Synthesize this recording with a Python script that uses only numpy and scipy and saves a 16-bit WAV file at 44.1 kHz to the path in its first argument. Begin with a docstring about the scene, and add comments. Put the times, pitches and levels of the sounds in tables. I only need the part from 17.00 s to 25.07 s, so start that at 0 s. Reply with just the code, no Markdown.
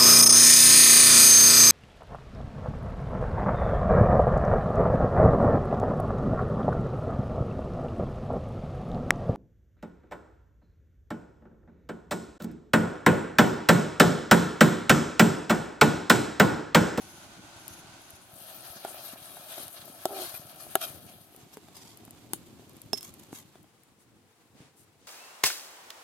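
"""Cooking outdoors over a fluttering wood fire. First, thick jam simmers in a steel pan: it bubbles, plops
and lets off steam while embers crackle. From about 1.2 s it sizzles on the bared metal as a
metal spoon scrapes, knocks and groans through it. From about 4.2 s the spoon stirs a foaming pot of
syrup, rasping and clinking on its wall. From about 6.5 s a soft brush dabs dough on a tray."""
import sys
import numpy as np
from scipy import signal
from scipy.fft import rfft, irfft
from scipy.io import wavfile
from scipy.ndimage import uniform_filter1d, map_coordinates

SR = 44100
rng = np.random.default_rng(int(sys.argv[2]) if len(sys.argv) > 2 else 0)


def unload_wav(signal):
    """Save mono or channel-first audio to the path in sys.argv[1] as 16-bit WAV at rate SR, clipped to [-1, 1]."""
    wavfile.write(
        sys.argv[1],
        SR,
        np.round(np.clip(np.atleast_2d(signal).T, -1, 1) * 32767).astype(np.int16),
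    )


N = 355887
TIME = np.arange(N) / SR

# when each job is heard: (start [s], fade-in [s], start of fade-out [s], fade-out [s])
STIRRING = (1.18, 0.22, 3.903, 0.59)
BOILING = (4.15, 0.28, 6.376, 0.31)
BRUSHING = (6.45, 0.097, 8.1, 0.1)
# the pan's modes (its natural notes), damped by the jam: (pitch [Hz], level [dB], ring time [s])
PAN_MODES = [(246, -40.5, 0.13), (371, -13, 0.045), (634, -1, 0.021), (720, -11, 0.043),
             (1065, -19.5, 0.0311), (1287, -11, 0.032), (1600, -31, 0.078)]


def from_db(db):
    """Turn decibels into a factor to multiply by."""
    return 10 ** (np.asarray(db) / 20)


def rms_one(x):
    """Scale a sound so that the average of its channels has an rms (typical size) of 1."""
    return x / np.sqrt(np.mean(np.atleast_2d(x).mean(axis=0) ** 2) + 1e-20)


def at_hz(points, size=4096):
    """Join (frequency, value) points on a log axis and read them at evenly spaced frequencies."""
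    hz, value = np.transpose(points)
    return np.interp(np.log(np.linspace(1, SR / 2, size + 1)), np.log(hz), value)


def shape(x, gain):
    """Give each frequency its own gain, with no echo ahead of the sound (a minimum-phase filter)."""
    cepstrum = irfft(np.log(gain + 1e-6))
    half = len(gain) - 1
    cepstrum[1:half] *= 2
    cepstrum[half + 1:] = 0
    response = irfft(np.exp(rfft(cepstrum)))[:half]
    return signal.oaconvolve(np.atleast_2d(x), response[None], axes=1)[:, :N]


def colour(x, spectrum):
    """Set a sound's tone colour from (frequency [Hz], level [dB]) points."""
    return shape(x, from_db(at_hz(spectrum)))


def low_pass(x, hz):
    """Muffle everything above the cut-off frequency."""
    return signal.sosfilt(signal.butter(2, min(hz, .45 * SR), fs=SR, output="sos"), x + 1e-18)


def drift(rate):
    """A curve that glides to a new random value, about 1 in size, `rate` times a second."""
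    return np.interp(TIME * rate, np.arange(4000), rng.standard_normal(4000))


def held(start, attack, end, release):
    """A gain that rises from the start, holds at 1 until the end and then falls away."""
    return np.clip(np.minimum((TIME - start) / attack, 1 - (TIME - end) / release), 0, 1)


def spread(pair):
    """Two unrelated signals become stereo, alike in the bass and apart in the treble."""
    # how alike left and right are: (frequency [Hz], likeness [1 = the same])
    likeness = [(50, 0.5), (130, 0.74), (300, 0.72), (700, 0.86), (1400, 0.3), (2800, 0.11), (6000, -0.02),
                (15000, 0)]
    alike = np.clip(at_hz(likeness), -.98, .98)
    middle = shape(pair[0], np.ones_like(alike))
    side = shape(pair[1], np.sqrt((1 - alike) / (1 + alike)))
    return middle + side * [[1], [-1]]


def pan(x, db):
    """Place a sound to the left (positive dB) or right."""
    return x * from_db(np.array([[db], [-db]]) / 2)


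def lean(x, side):
    """Share each frequency between left and right."""
    tilt = from_db(at_hz(side))
    right = np.sqrt(2 / (1 + tilt ** 2))
    return np.vstack([shape(x[0], right * tilt), shape(x[1], right)])


def grains(per_s, size_db):
    """Tiny random pops of uneven size, as two unrelated signals."""
    sizes = from_db(size_db * np.minimum(rng.exponential(1, N), 4.5))
    pops = rng.standard_normal((2, N)) * sizes * (rng.random(N) < per_s / SR)
    return pops / (pops.std() + 1e-12)


def hiss(spectrum, grain_db, per_s, size_db, flicker_db, flicker_rate):
    """Countless small pops merge into flickering noise, with nearer ones standing out."""
    source = rng.standard_normal((2, N)) + from_db(grain_db) * grains(per_s, size_db)
    flicker = from_db(flicker_db * drift(flicker_rate))
    return rms_one(colour(spread(source * flicker), spectrum))


def taps(times, db):
    """One tap, a single sample long, at each given time."""
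    out = np.zeros(N)
    np.add.at(out, np.round(np.atleast_1d(times) * SR).astype(int), from_db(db))
    return out


def at_random(per_s, db):
    """Taps at random moments."""
    return from_db(db) * (rng.random(N) < per_s / SR)


def ring(force, hz, t60):
    """A force sets one note ringing; t60 is its ring time, the seconds it takes to fade by 60 dB."""
    decay = from_db(-60 / (t60 * SR))
    angle = 2 * np.pi * hz / SR
    return signal.lfilter([.5, 0, -.5], [1, -2 * decay * np.cos(angle), decay * decay], force + 1e-18)


def body(force, modes, pitch=1, tilt_db=0):
    """An object rings in all its modes; the spot that is hit shifts their pitch and balance."""
    pivot_hz = 700
    return sum(from_db(db + tilt_db * np.log2(hz / pivot_hz)) * ring(force, hz * pitch, t60)
               for hz, db, t60 in modes)


def scatter(x, t60, db):
    """Many tiny echoes that die away, different on the left and right."""
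    t = TIME[:SR // 3]
    tail = rng.standard_normal((2, len(t))) * from_db(-60 * t / t60)
    tail *= from_db(db) / np.sqrt(np.sum(tail ** 2, axis=1, keepdims=True))
    return signal.oaconvolve(np.atleast_2d(x), tail, axes=1)[:, :N]


def fire(change_s=0.21):
    """Fluttering flames and low outdoor rumble move from one level to the next."""
    # steps in the fire's strength: (start [s], level [dB])
    steps = [(0, -64.5), (0.5, -63.5), (1.0, -67.5), (3.6, -62), (4.15, -69.5), (4.602, -62), (6.52, -70)]
    # the rumble's tone: (frequency [Hz], level [dB])
    tone = [(15, -63), (25, -36.5), (45, -18), (97, 4), (233, 0.5), (339, 1), (403, -7), (479, -8.5),
            (600, -9), (780, -42), (1320, -120)]
    times, db = np.transpose(steps)
    stepped_db = db[np.searchsorted(times[1:], TIME)]
    level = from_db(5 + uniform_filter1d(stepped_db, int(change_s * SR)))
    return level * hiss(tone, grain_db=-7, per_s=100, size_db=2, flicker_db=3, flicker_rate=20)


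def simmering_jam():
    """The resting jam bubbles finely and lets off thin jets of steam."""
    # jets of steam: (start [s], end [s], level [dB])
    jets = [(-0.1, 0.242, -56.5), (0.547, 0.78, -55.5), (0.966, 1.15, -57.5)]
    # the bubbles' tone: (frequency [Hz], level [dB])
    bubble_tone = [(210, -11.5), (350, -0.5), (482, -20), (575, -2.5), (754, -1), (1240, -7), (1500, -1),
                   (1680, -11.5), (3560, -10), (5060, -12.5), (5390, -15.5), (6530, -11.5), (7190, -17),
                   (10700, -17.5), (16000, -33)]
    # the steam's tone: (frequency [Hz], level [dB])
    steam_tone = [(5000, -10), (6500, -1.5), (8000, -25), (9500, -6.5), (10700, 2), (12000, -7),
                  (14000, -13), (16000, -24)]
    simmer = from_db(-53) * held(start=-0.1, attack=0.05, end=0.98, release=0.54)
    puffs = sum(from_db(db - 1.5) * held(start, 0.052, end, 0.087) for start, end, db in jets)
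    bubbles = hiss(bubble_tone, grain_db=-10.5, per_s=1000, size_db=-2.5, flicker_db=1, flicker_rate=24.8)
    steam = hiss(steam_tone, grain_db=-5, per_s=940, size_db=1.5, flicker_db=3, flicker_rate=50)
    return pan(simmer * bubbles + puffs * steam, db=-2)


def plops(small_per_s=8, low_hz=85.4, high_hz=335, count=6):
    """Each plop in the hot food is a low note that dies within a few cycles."""
    # loud plops of jam and a dab of the brush: (time [s], level [dB], pitch [Hz])
    loud_plops = [(0.393, -40, 197), (0.562, -47.5, 88.8), (0.708, -50, 78), (0.893, -50, 105),
                  (1.762, -44, 176), (2.133, -38.5, 233), (2.601, -42, 237), (2.899, -40.5, 250),
                  (3.219, -34, 336), (3.396, -43, 136), (3.903, -42.5, 122), (7.604, -43, 140)]
    cooking = 1 - held(*BRUSHING)
    loud = [(taps(s, db), hz) for s, db, hz in loud_plops]
    small = [(cooking * at_random(small_per_s / count, db=-49.5), hz)
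             for hz in np.geomspace(low_hz, high_hz, count)]
    notes = sum(ring(force, hz, t60=4.7 / hz) for force, hz in loud + small)
    return from_db(4) * low_pass(notes, hz=453)


def crackles():
    """Embers and bursting bubbles snap and echo off nearby stones; faint snaps join as the pot boils."""
    # the loud snaps: (time [s], level [dB])
    loud_snaps = [(0.6804, -18.5), (1.018, -35), (1.105, -27.5), (2.681, -23), (4.363, -31), (4.7672, -31),
                  (4.973, -30.5), (5.0513, -31), (5.108, -27), (5.695, -35), (5.767, -35), (5.8176, -25.5),
                  (6.1399, -29.5), (6.1965, -33.5), (6.236, -39.5), (6.6297, -41.5), (6.835, -40.5)]
    # a snap's tone: (frequency [Hz], level [dB])
    tone = [(300, -26), (1500, -35), (4000, -15.5), (8000, -6), (10800, 0), (13000, 0), (16000, -17)]
    faint = at_random(per_s=6, db=-44 + 2 * rng.standard_normal(N))
    snaps = taps(*np.transpose(loud_snaps)) + held(*BOILING) * faint
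    snaps = snaps + scatter(snaps, t60=.008, db=6) + scatter(snaps, t60=.04, db=-9)
    return from_db(6) * colour(snaps, tone)


def efforts(rows, ease_s):
    """Each push of the spoon builds up and eases off; one gain curve per dB column, 1 at rest."""
    rows = np.array(rows)
    swells = np.array([held(s - build, build, s, ease_s) for s, build in rows[:, :2]])
    return from_db(rows[:, 2:].T @ swells)


def steel(x, db):
    """Metal adds its brief high ringing to whatever shakes it."""
    # high notes of bare steel: (pitch [Hz], level [dB], ring time [s])
    modes = [(2424, -5, 0.03), (2815, -8, 0.018), (3226, -2.5, 0.013), (3780, -7, 0.013),
             (4110, -9.5, 0.014), (6277, -9.5, 0.04), (6750, 2, .01), (8100, 5.5, 0.0094),
             (8960, -5, 0.028), (9880, -1, 0.018), (10470, 1.5, 0.018), (11280, -4, .024), (11830, 5, 0.02),
             (12400, -3, 0.024), (13200, -2.5, 0.0088)]
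    return x + from_db(db) * body(x, modes)


def wander(x, depth_db, rate, count=6):
    """Patches of sizzle flare up and die down, so each frequency band swells on its own."""
    out, rest = 0, x
    for hz in np.geomspace(2000, 14000, count):
        band = signal.sosfiltfilt(signal.butter(4, hz, fs=SR, output="sos"), rest)
        out = out + band * from_db(depth_db * drift(rate))
        rest = rest - band
    return rms_one(out + rest)


def high_ticks(low_hz=8750, high_hz=14900, count=10, cycles=37):
    """Tiny high ticks at several pitches roughen the sizzle."""
    pops = grains(per_s=420, size_db=2)
    choice = rng.integers(0, count, N)
    pitches = np.geomspace(low_hz, high_hz, count)
    return rms_one(sum(ring(pops * (choice == k), hz, cycles / hz) for k, hz in enumerate(pitches)))


def stirred_jam():
    """Jam sizzles on bared steel while the dragging spoon sticks and slips on the pan."""
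    # pushes of the spoon: (peak time [s], build-up [s], extra sizzle [dB], extra drag [dB])
    pushes = [(1.99, 0.59, 4.1, 4.2), (2.59, 0.25, 4.4, 3.7), (3.25, 0.17, 11.7, 1.4), (3.84, 0.11, 5, 1.6)]
    # the sizzle's tone: (frequency [Hz], level [dB])
    tone = [(530, -29), (900, -2), (1030, -4.5), (1340, -1), (1750, -0.5), (1950, -8), (3190, -2),
            (4570, -1.5), (5680, -7.5), (6560, -5), (7140, -14.5), (8660, -4.5), (12000, -1.5), (14900, -8),
            (16000, -8)]
    sizzle, drag = held(*STIRRING) * efforts(pushes, ease_s=0.13)
    frying = hiss(tone, grain_db=-8.5, per_s=1100, size_db=2.5, flicker_db=1.7, flicker_rate=66)
    frying = wander(steel(frying, db=-38), depth_db=3.5, rate=22)
    frying = sizzle * (from_db(-53.5) * frying + from_db(-60) * high_ticks())
    slips = body(spread(grains(per_s=1800, size_db=1.5)), PAN_MODES)
    rubbing = rms_one(colour(slips, [(200, -17.5), (380, -3.5), (650, -2), (1300, -2.5), (3000, -25.5)]))
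    return pan(frying, db=-1.5) + pan(from_db(-57) * drag * rubbing + groans(slips), db=0.5)


def hiss_bursts(small_per_s=14, attack_s=0.033, release_s=0.043):
    """Short, narrow bursts of high hiss flicker through the sizzle."""
    # the main bursts: (peak time [s], level [dB], pitch [Hz])
    main_bursts = [(1.37, -56, 9100), (1.43, -58, 12530), (1.56, -51, 13800), (1.78, -64, 12400),
                   (1.895, -49, 9000), (1.95, -52, 14300), (2.06, -48, 12700), (2.27, -59, 9300),
                   (2.61, -46, 9700), (2.87, -55, 12600), (3.41, -63, 10100), (3.629, -50.5, 10600)]
    start, _, end, _ = STIRRING
    small = [(rng.uniform(start, end), rng.uniform(-62.5, -58.5), rng.uniform(8500, 14300))
             for _ in range(int(small_per_s * (end - start)))]
    noise = rng.standard_normal((2, N)) + grains(per_s=1500, size_db=3)
    out = np.zeros((2, N))
    for s, db, hz in main_bursts + small:
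        swell = held(s - attack_s, attack_s, s, release_s)
        on = swell > 0
        out[:, on] += from_db(db) * swell[on] * rms_one(ring(noise[:, on], hz, t60=0.0021))
    return out


def off_the_walls(x, swing_share=0.0983):
    """Close echoes shift as the spoon moves, boosting some frequencies and cancelling others."""
    # echoes off the pan's or pot's walls: (delay [s], level [dB])
    echoes = [(0.00095, -5), (0.00175, 2)]
    out = x
    for delay_s, db in echoes:
        earlier = TIME - delay_s * (1 + swing_share * drift(rate=14))
        echo = np.array([map_coordinates(channel, [earlier * SR], order=3) for channel in x])
        out = out + from_db(db) * echo
    return rms_one(out)


def strokes(grit, rows, rise_share=0.34):
    """Each stroke is a swell of fine slips that rises faster than it falls."""
    out = np.zeros((2, N))
    for start, length, db, top_hz in rows:
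        progress = np.interp(TIME, [start, start + rise_share * length, start + length], [-1, 0, 1])
        swell = 1 - progress ** 2
        on = swell > 0
        out[:, on] += from_db(db) * low_pass(grit[:, on] * swell[on], top_hz)
    return out


def scrapes(grit, rows, edge_db):
    """The spoon's edge grates over metal; the angle it is held at sets its pitch in each stroke."""
    out = 0
    for *stroke, edge_hz in rows:
        edge = rms_one(ring(grit, edge_hz, t60=0.0038))
        out = out + strokes(grit + from_db(edge_db) * edge, [stroke])
    return out


def pan_scrapes():
    """Coarse slips over the sticky bottom keep the steel ringing; between strokes the spoon glides."""
    # strokes on the pan: (start [s], length [s], level [dB], cut-off [Hz], edge pitch [Hz])
    moves = [(1.48, 0.21, -61, 8330, 3950), (1.95, 0.081, -52, 6000, 2780), (2.024, 0.13, -48, 12000, 4170),
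             (2.13, 0.43, -56, 7000, 3670), (2.482, 0.18, -45, 12100, 3450), (2.758, 0.04, -48, 6000, 4220),
             (3.133, 0.21, -43, 10800, 4250), (3.333, 0.056, -44, 18000, 13000),
             (3.59, 0.066, -53, 12000, 4520), (3.805, 0.058, -34, 12100, 3400),
             (3.834, 0.085, -50, 13720, 3270)]
    # the grating's tone: (frequency [Hz], level [dB])
    tone = [(290, -37), (500, -8.5), (678, 9.5), (946, -8.5), (1340, 2), (1650, -2.5), (1950, -10.5),
            (2700, -10), (3300, -9.5), (4300, -9.5), (4900, -7), (5300, -6.5), (6500, -13), (7500, -14.5),
            (9600, -8), (12000, -4.5), (15100, -5.5), (16000, -50)]
    grit = hiss(tone, grain_db=-5, per_s=1500, size_db=2.5, flicker_db=2, flicker_rate=340)
    grit = off_the_walls(steel(grit, db=-27))
    glide = from_db(-60) * held(*STIRRING) * low_pass(grit, hz=6000)
    return scrapes(grit, moves, edge_db=-9) + glide


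def rebound(force, delay_s=0.0014, db=-3):
    """A hard contact bounces at once and hits again, more weakly."""
    return force + from_db(db) * np.roll(force, int(delay_s * SR))


def spoon_click(force, tail_db):
    """The hard first contact of metal on metal echoes inside the pan or pot."""
    # the click's tone: (frequency [Hz], level [dB])
    tone = [(60, -33.5), (500, -13.5), (1300, 1), (2200, -32.5), (3100, 3.5), (4200, -0.5), (5700, -5),
            (7000, -1), (8300, -3), (10000, 2), (11900, -4.5), (14000, -5.5), (15000, -7), (16000, -5.5)]
    contact = force + scatter(force, t60=0.004, db=2) + scatter(force, t60=.11, db=tail_db)
    return colour(from_db(-2.5) * steel(contact, db=-36), tone)


def pan_knocks():
    """The jam cushions each blow and damps the pan to a short clonk; hard blows make the steel clank."""
    # spoon blows: (time [s], thud [dB], click [dB], clank [dB], thud cut-off [Hz],
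    # thud pitch [factor], thud tilt [dB per octave])
    blows = [(1.768, -44, -42, -46, 1100, 0.92, 2), (1.8494, -18.5, -20.5, -36, 750, 1.095, 5),
             (1.881, -36, -43, -46, 1100, 1.12, 2), (1.9443, -36.5, -40, -46, 1100, 0.99, 6),
             (2.158, -41, -42, -46, 1200, 1.08, -2), (2.3697, -36, -34, -40, 1490, 1.14, 2),
             (2.58, -35, -36, -42, 1100, 0.93, -5), (2.8797, -38, -40, -44, 1300, 0.98, 2),
             (3.0551, -11.5, -5, -27, 860, 1.023, 0.5), (3.108, -32.5, -43, -40, 900, 1.0, -5),
             (3.342, -39, -35, -30, 2000, 1.03, -2), (3.667, -38.5, -43, -46, 1200, 0.94, 1),
             (3.7542, -12, -12.5, 3.5, 1500, 1.054, -1.5)]
    # notes of the clank: (pitch [Hz], level [dB], ring time [s])
    clank_modes = [(1356, -19, 0.014), (1657, -27.5, 0.019), (3020, -26.5, 0.011), (3400, -28.5, 0.006),
                   (3830, -31.5, 0.0094), (6730, -32, 0.015), (7920, -29, 0.0105), (10000, -22.5, 0.0096),
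                   (10500, -21.5, 0.0077), (11760, -21, 0.008), (12220, -25, 0.007), (13220, -28.5, 0.008)]
    thud = sum(body(low_pass(taps(s, db), hz), PAN_MODES, pitch, tilt)
               for s, db, _, _, hz, pitch, tilt in blows)
    times, _, click_db, clank_db, *_ = np.transpose(blows)
    clank = body(rebound(taps(times, clank_db)), clank_modes)
    clank = clank + scatter(clank, t60=0.006, db=-7)
    thud = thud + scatter(thud, t60=0.083, db=-15)
    return thud + clank + spoon_click(rebound(taps(times, click_db)), tail_db=-8.5)


def groans(slips, start_hz=431, sag_hz_per_s=500, waver_share=0.0268):
    """Pushed hard, the spoon's slips lock into a rough, wavering note that sags as the spoon slows."""
    # hard pushes along the pan's bottom: (start [s], end [s], level [dB])
    pushes = [(2.557, 2.581, -61), (3.078, 3.2, -42.5), (3.8, 3.84, -59)]
    # the note's harmonics: (multiple of the pitch [factor], level [dB])
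    harmonics = [(1, -0.5), (2, -1), (3, -15), (4, -27.5)]
    # under pressure the slips shake the pan's lowest notes
    judder_tone = [(150, -11), (360, 2.5), (480, 1.5), (750, -4.5), (1300, -10), (3000, -27)]
    judder = rms_one(colour(slips, judder_tone))
    out = 0
    for start, end, db in pushes:
        hz = (start_hz - sag_hz_per_s * (TIME - start)) * (1 + waver_share * drift(rate=90))
        phase = 2 * np.pi * np.cumsum(hz) / SR
        note = sum(from_db(harmonic_db) * np.sin(k * phase) for k, harmonic_db in harmonics)
        swell = from_db(db) * held(start, 0.032, end, 0.091)
        out = out + swell * (from_db(-1) * judder + from_db(-1.5) * note)
    return out


def foaming_pot():
    """Foam fizzes steadily while each sweep of the spoon churns the syrup harder."""
    # sweeps of the spoon: (peak time [s], build-up [s], extra churning [dB])
    sweeps = [(4.38, 0.29, 10.6), (5.07, 0.4, 11), (6.15, 0.3, 3.1)]
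    # the foam's tone: (frequency [Hz], level [dB])
    foam_tone = [(260, -25), (450, -10), (818, -3), (1860, -12), (3230, -11), (3990, -12), (4630, -11.5),
                 (5620, -16.5), (6630, -15), (9070, -16), (12000, -17), (15100, -18), (16000, -29)]
    # the syrup's low tone: (frequency [Hz], level [dB])
    churn_tone = [(120, -10), (230, 3), (340, 4), (430, 2.5), (520, -35), (700, 2), (1500, -50)]
    churn, = efforts(sweeps, ease_s=0.31)
    fizz = hiss(foam_tone, grain_db=-7, per_s=600, size_db=1.5, flicker_db=1.1, flicker_rate=45)
    gurgle = hiss(churn_tone, grain_db=6, per_s=170, size_db=1, flicker_db=0.5, flicker_rate=17)
    return held(*BOILING) * (pan(from_db(-62.3) * fizz, db=-2) + from_db(-67.5) * churn * gurgle)


def pot_knocks():
    """The struck pot thuds and its wall rings hollow; the loosely held spoon clinks against it."""
    # spoon blows: (time [s], thud [dB], wall ring [dB], click [dB], thud pitch [factor],
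    # wall pitch [factor], cut-off [Hz])
    blows = [(4.347, -49, -43.5, -50, 1.14, 0.62, 1500), (4.571, -32.5, -38, -28, 1.2, 1.1, 2500),
             (4.685, -46.5, -43.5, -39, 0.92, 0.84, 2500), (4.767, -47, -46, -31, 1.0, 0.95, 3000),
             (5.079, -40, -47, -40, 0.65, 1.1, 2200), (5.334, -26, -25.5, -3, 0.93, 1.06, 3470),
             (5.5954, -42, -48, -54, 1.06, 0.84, 1500), (5.9327, -21.5, -21, -10.5, 1.17, 0.84, 1800),
             (6.3292, -29, -39, -35, 0.8, 0.94, 1900), (6.556, -43.5, -44.5, -44, 1.03, 0.8, 2220),
             (6.643, -56, -50, -51, 0.66, 0.75, 2000)]
    # clinks of the loose spoon: (time [s], click [dB], spoon ring [dB])
    clinks = [(5.9314, -23, -21), (5.9751, -26, -39), (5.98, -28, -45), (6.0092, -22, -48),
              (6.0295, -18, -45)]
    # notes of the whole pot with its syrup: (pitch [Hz], level [dB], ring time [s])
    pot_modes = [(203, -10, 0.033), (260, -15.5, 0.037), (350, -6, 0.043)]
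    # notes of its thin wall: (pitch [Hz], level [dB], ring time [s])
    wall_modes = [(782, -5, 0.019), (900, -9.5, 0.013), (1350, -21.5, 0.013), (1790, -16, 0.0089),
                  (3000, -11.5, 0.0098), (4230, -0.5, 0.01)]
    # notes of the spoon: (pitch [Hz], level [dB], ring time [s])
    spoon_modes = [(2800, -16, 0.026), (3430, -4, 0.01), (4600, -9, 0.01), (5305, -7.5, 0.073),
                   (5322, -5, 0.091), (5660, -29, 0.02), (6450, -6, 0.0057)]
    # the wall's tick, thinner than the pan's: (frequency [Hz], level [dB])
    tick_tone = [(700, -14), (1500, -4), (2400, 3), (3200, -7.5), (4400, -4), (5600, -10), (7000, 2),
                 (9000, 2), (13000, 1)]
    thud = 0
    for s, thud_db, wall_db, _, thud_pitch, wall_pitch, top_hz in blows:
        pot = body(taps(s, thud_db), pot_modes, thud_pitch)
        wall = body(taps(s, wall_db), wall_modes, wall_pitch)
        thud = thud + low_pass(pot + wall, top_hz)
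    clink_times, tick_db, ring_db = np.transpose(clinks)
    chatter = from_db(2.5 * drift(rate=450))  # the ringing spoon keeps brushing the wall
    note = chatter * body(taps(clink_times, ring_db), spoon_modes)
    clink = pan(note + scatter(note, t60=.03, db=-10), db=-7)
    times, _, _, click_db, *_ = np.transpose(blows)
    contacts = colour(rebound(taps(times, click_db)) + taps(clink_times, tick_db), tick_tone)
    return thud + scatter(thud, t60=0.05, db=-10) + spoon_click(contacts, tail_db=-5) + clink


def pot_scrapes():
    """On the pot's wet wall the spoon gives a finer, thinner rasp, and glides between strokes."""
    # strokes on the pot: (start [s], length [s], level [dB], cut-off [Hz], edge pitch [Hz])
    moves = [(4.392, 0.046, -61, 7000, 6300), (4.527, 0.033, -55, 14000, 5600),
             (4.744, 0.055, -50, 10090, 4930), (4.782, 0.18, -55, 8450, 4930),
             (5.459, 0.02, -58.5, 12000, 6500), (5.928, 0.084, -52, 10000, 5400),
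             (5.968, 0.02, -44.5, 14000, 5400), (6.017, 0.099, -51, 13100, 6360),
             (6.191, 0.019, -61, 14000, 6170), (6.229, 0.014, -57, 14000, 6200),
             (6.316, 0.12, -51.5, 13000, 6450)]
    # the rasp's tone: (frequency [Hz], level [dB])
    tone = [(300, -23), (800, 1.5), (1300, -5.5), (1900, -4.5), (2500, -5), (3700, -1), (4700, -4),
            (6500, -2), (9000, -1), (11000, 1), (14500, 2.5), (16000, -8)]
    grit = hiss(tone, grain_db=-6.5, per_s=1200, size_db=1.5, flicker_db=3, flicker_rate=290)
    grit = off_the_walls(grit)
    glide = from_db(-64) * held(*BOILING) * low_pass(grit, hz=6500)
    return scrapes(grit, moves, edge_db=-12) + glide


def brush():
    """Wet bristles whisper over the dough, with a few single strokes standing out."""
    # strokes of the brush: (start [s], length [s], level [dB], cut-off [Hz])
    dabs = [(6.984, 0.075, -66, 12000), (7.542, 0.19, -45.5, 2680), (7.757, 0.1, -61, 13900),
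            (7.993, 0.17, -53.5, 3970)]
    # the whisper's tone: (frequency [Hz], level [dB])
    tone = [(260, -32), (450, 0), (580, -15), (684, -4), (1120, -8.5), (1440, -10.5), (3430, -15.5),
            (4110, -16.5), (6150, -19), (8170, -17.5), (16000, -25.5)]
    bristle_tone = [(40, -22), (130, 4), (260, 6.5), (600, -2.5), (1500, -9), (5000, -2.5),
                    (10000, 6.5), (16000, -1)]
    whisper = hiss(tone, grain_db=-16, per_s=520, size_db=-4, flicker_db=1.5, flicker_rate=43)
    bristles = hiss(bristle_tone, grain_db=-6, per_s=860, size_db=2.5, flicker_db=1, flicker_rate=68)
    return from_db(-67) * held(*BRUSHING) * whisper + strokes(bristles, dabs)


def scene():
    """All the sounds add up in the open air, with pan and pot each in its own direction."""
    # the pan's direction: (frequency [Hz], left minus right [dB])
    pan_side = [(1500, -2), (3200, -5), (6000, 3), (9000, 2), (13000, 8.5)]
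    # the pot's direction: (frequency [Hz], left minus right [dB])
    pot_side = [(1500, 0), (3200, 0.5), (6000, -8), (9000, -3), (13000, 8)]
    jam_pan = lean(stirred_jam() + hiss_bursts() + pan_knocks() + pan_scrapes(), pan_side)
    pot = lean(foaming_pot() + pot_knocks() + pot_scrapes(), pot_side)
    return fire() + crackles() + simmering_jam() + plops() + jam_pan + pot + brush()


def record(dry, peak_limit=1.1, cutoff_hz=15900):
    """The microphone's left side hears more treble; hard peaks are rounded and the very top is cut."""
    # the microphone's balance: (frequency [Hz], left minus right [dB])
    balance = [(60, 3), (200, -0.5), (700, 2), (1300, 2), (2400, -2.5), (4400, 5.5), (8000, -1.5),
               (11500, 14.5), (15000, -4)]
    rounded = peak_limit * np.tanh(lean(dry, balance) / peak_limit)
    return signal.sosfilt(signal.ellip(10, .1, 80, cutoff_hz, fs=SR, output="sos"), rounded)


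dry = scene()
out = record(dry)
unload_wav(out)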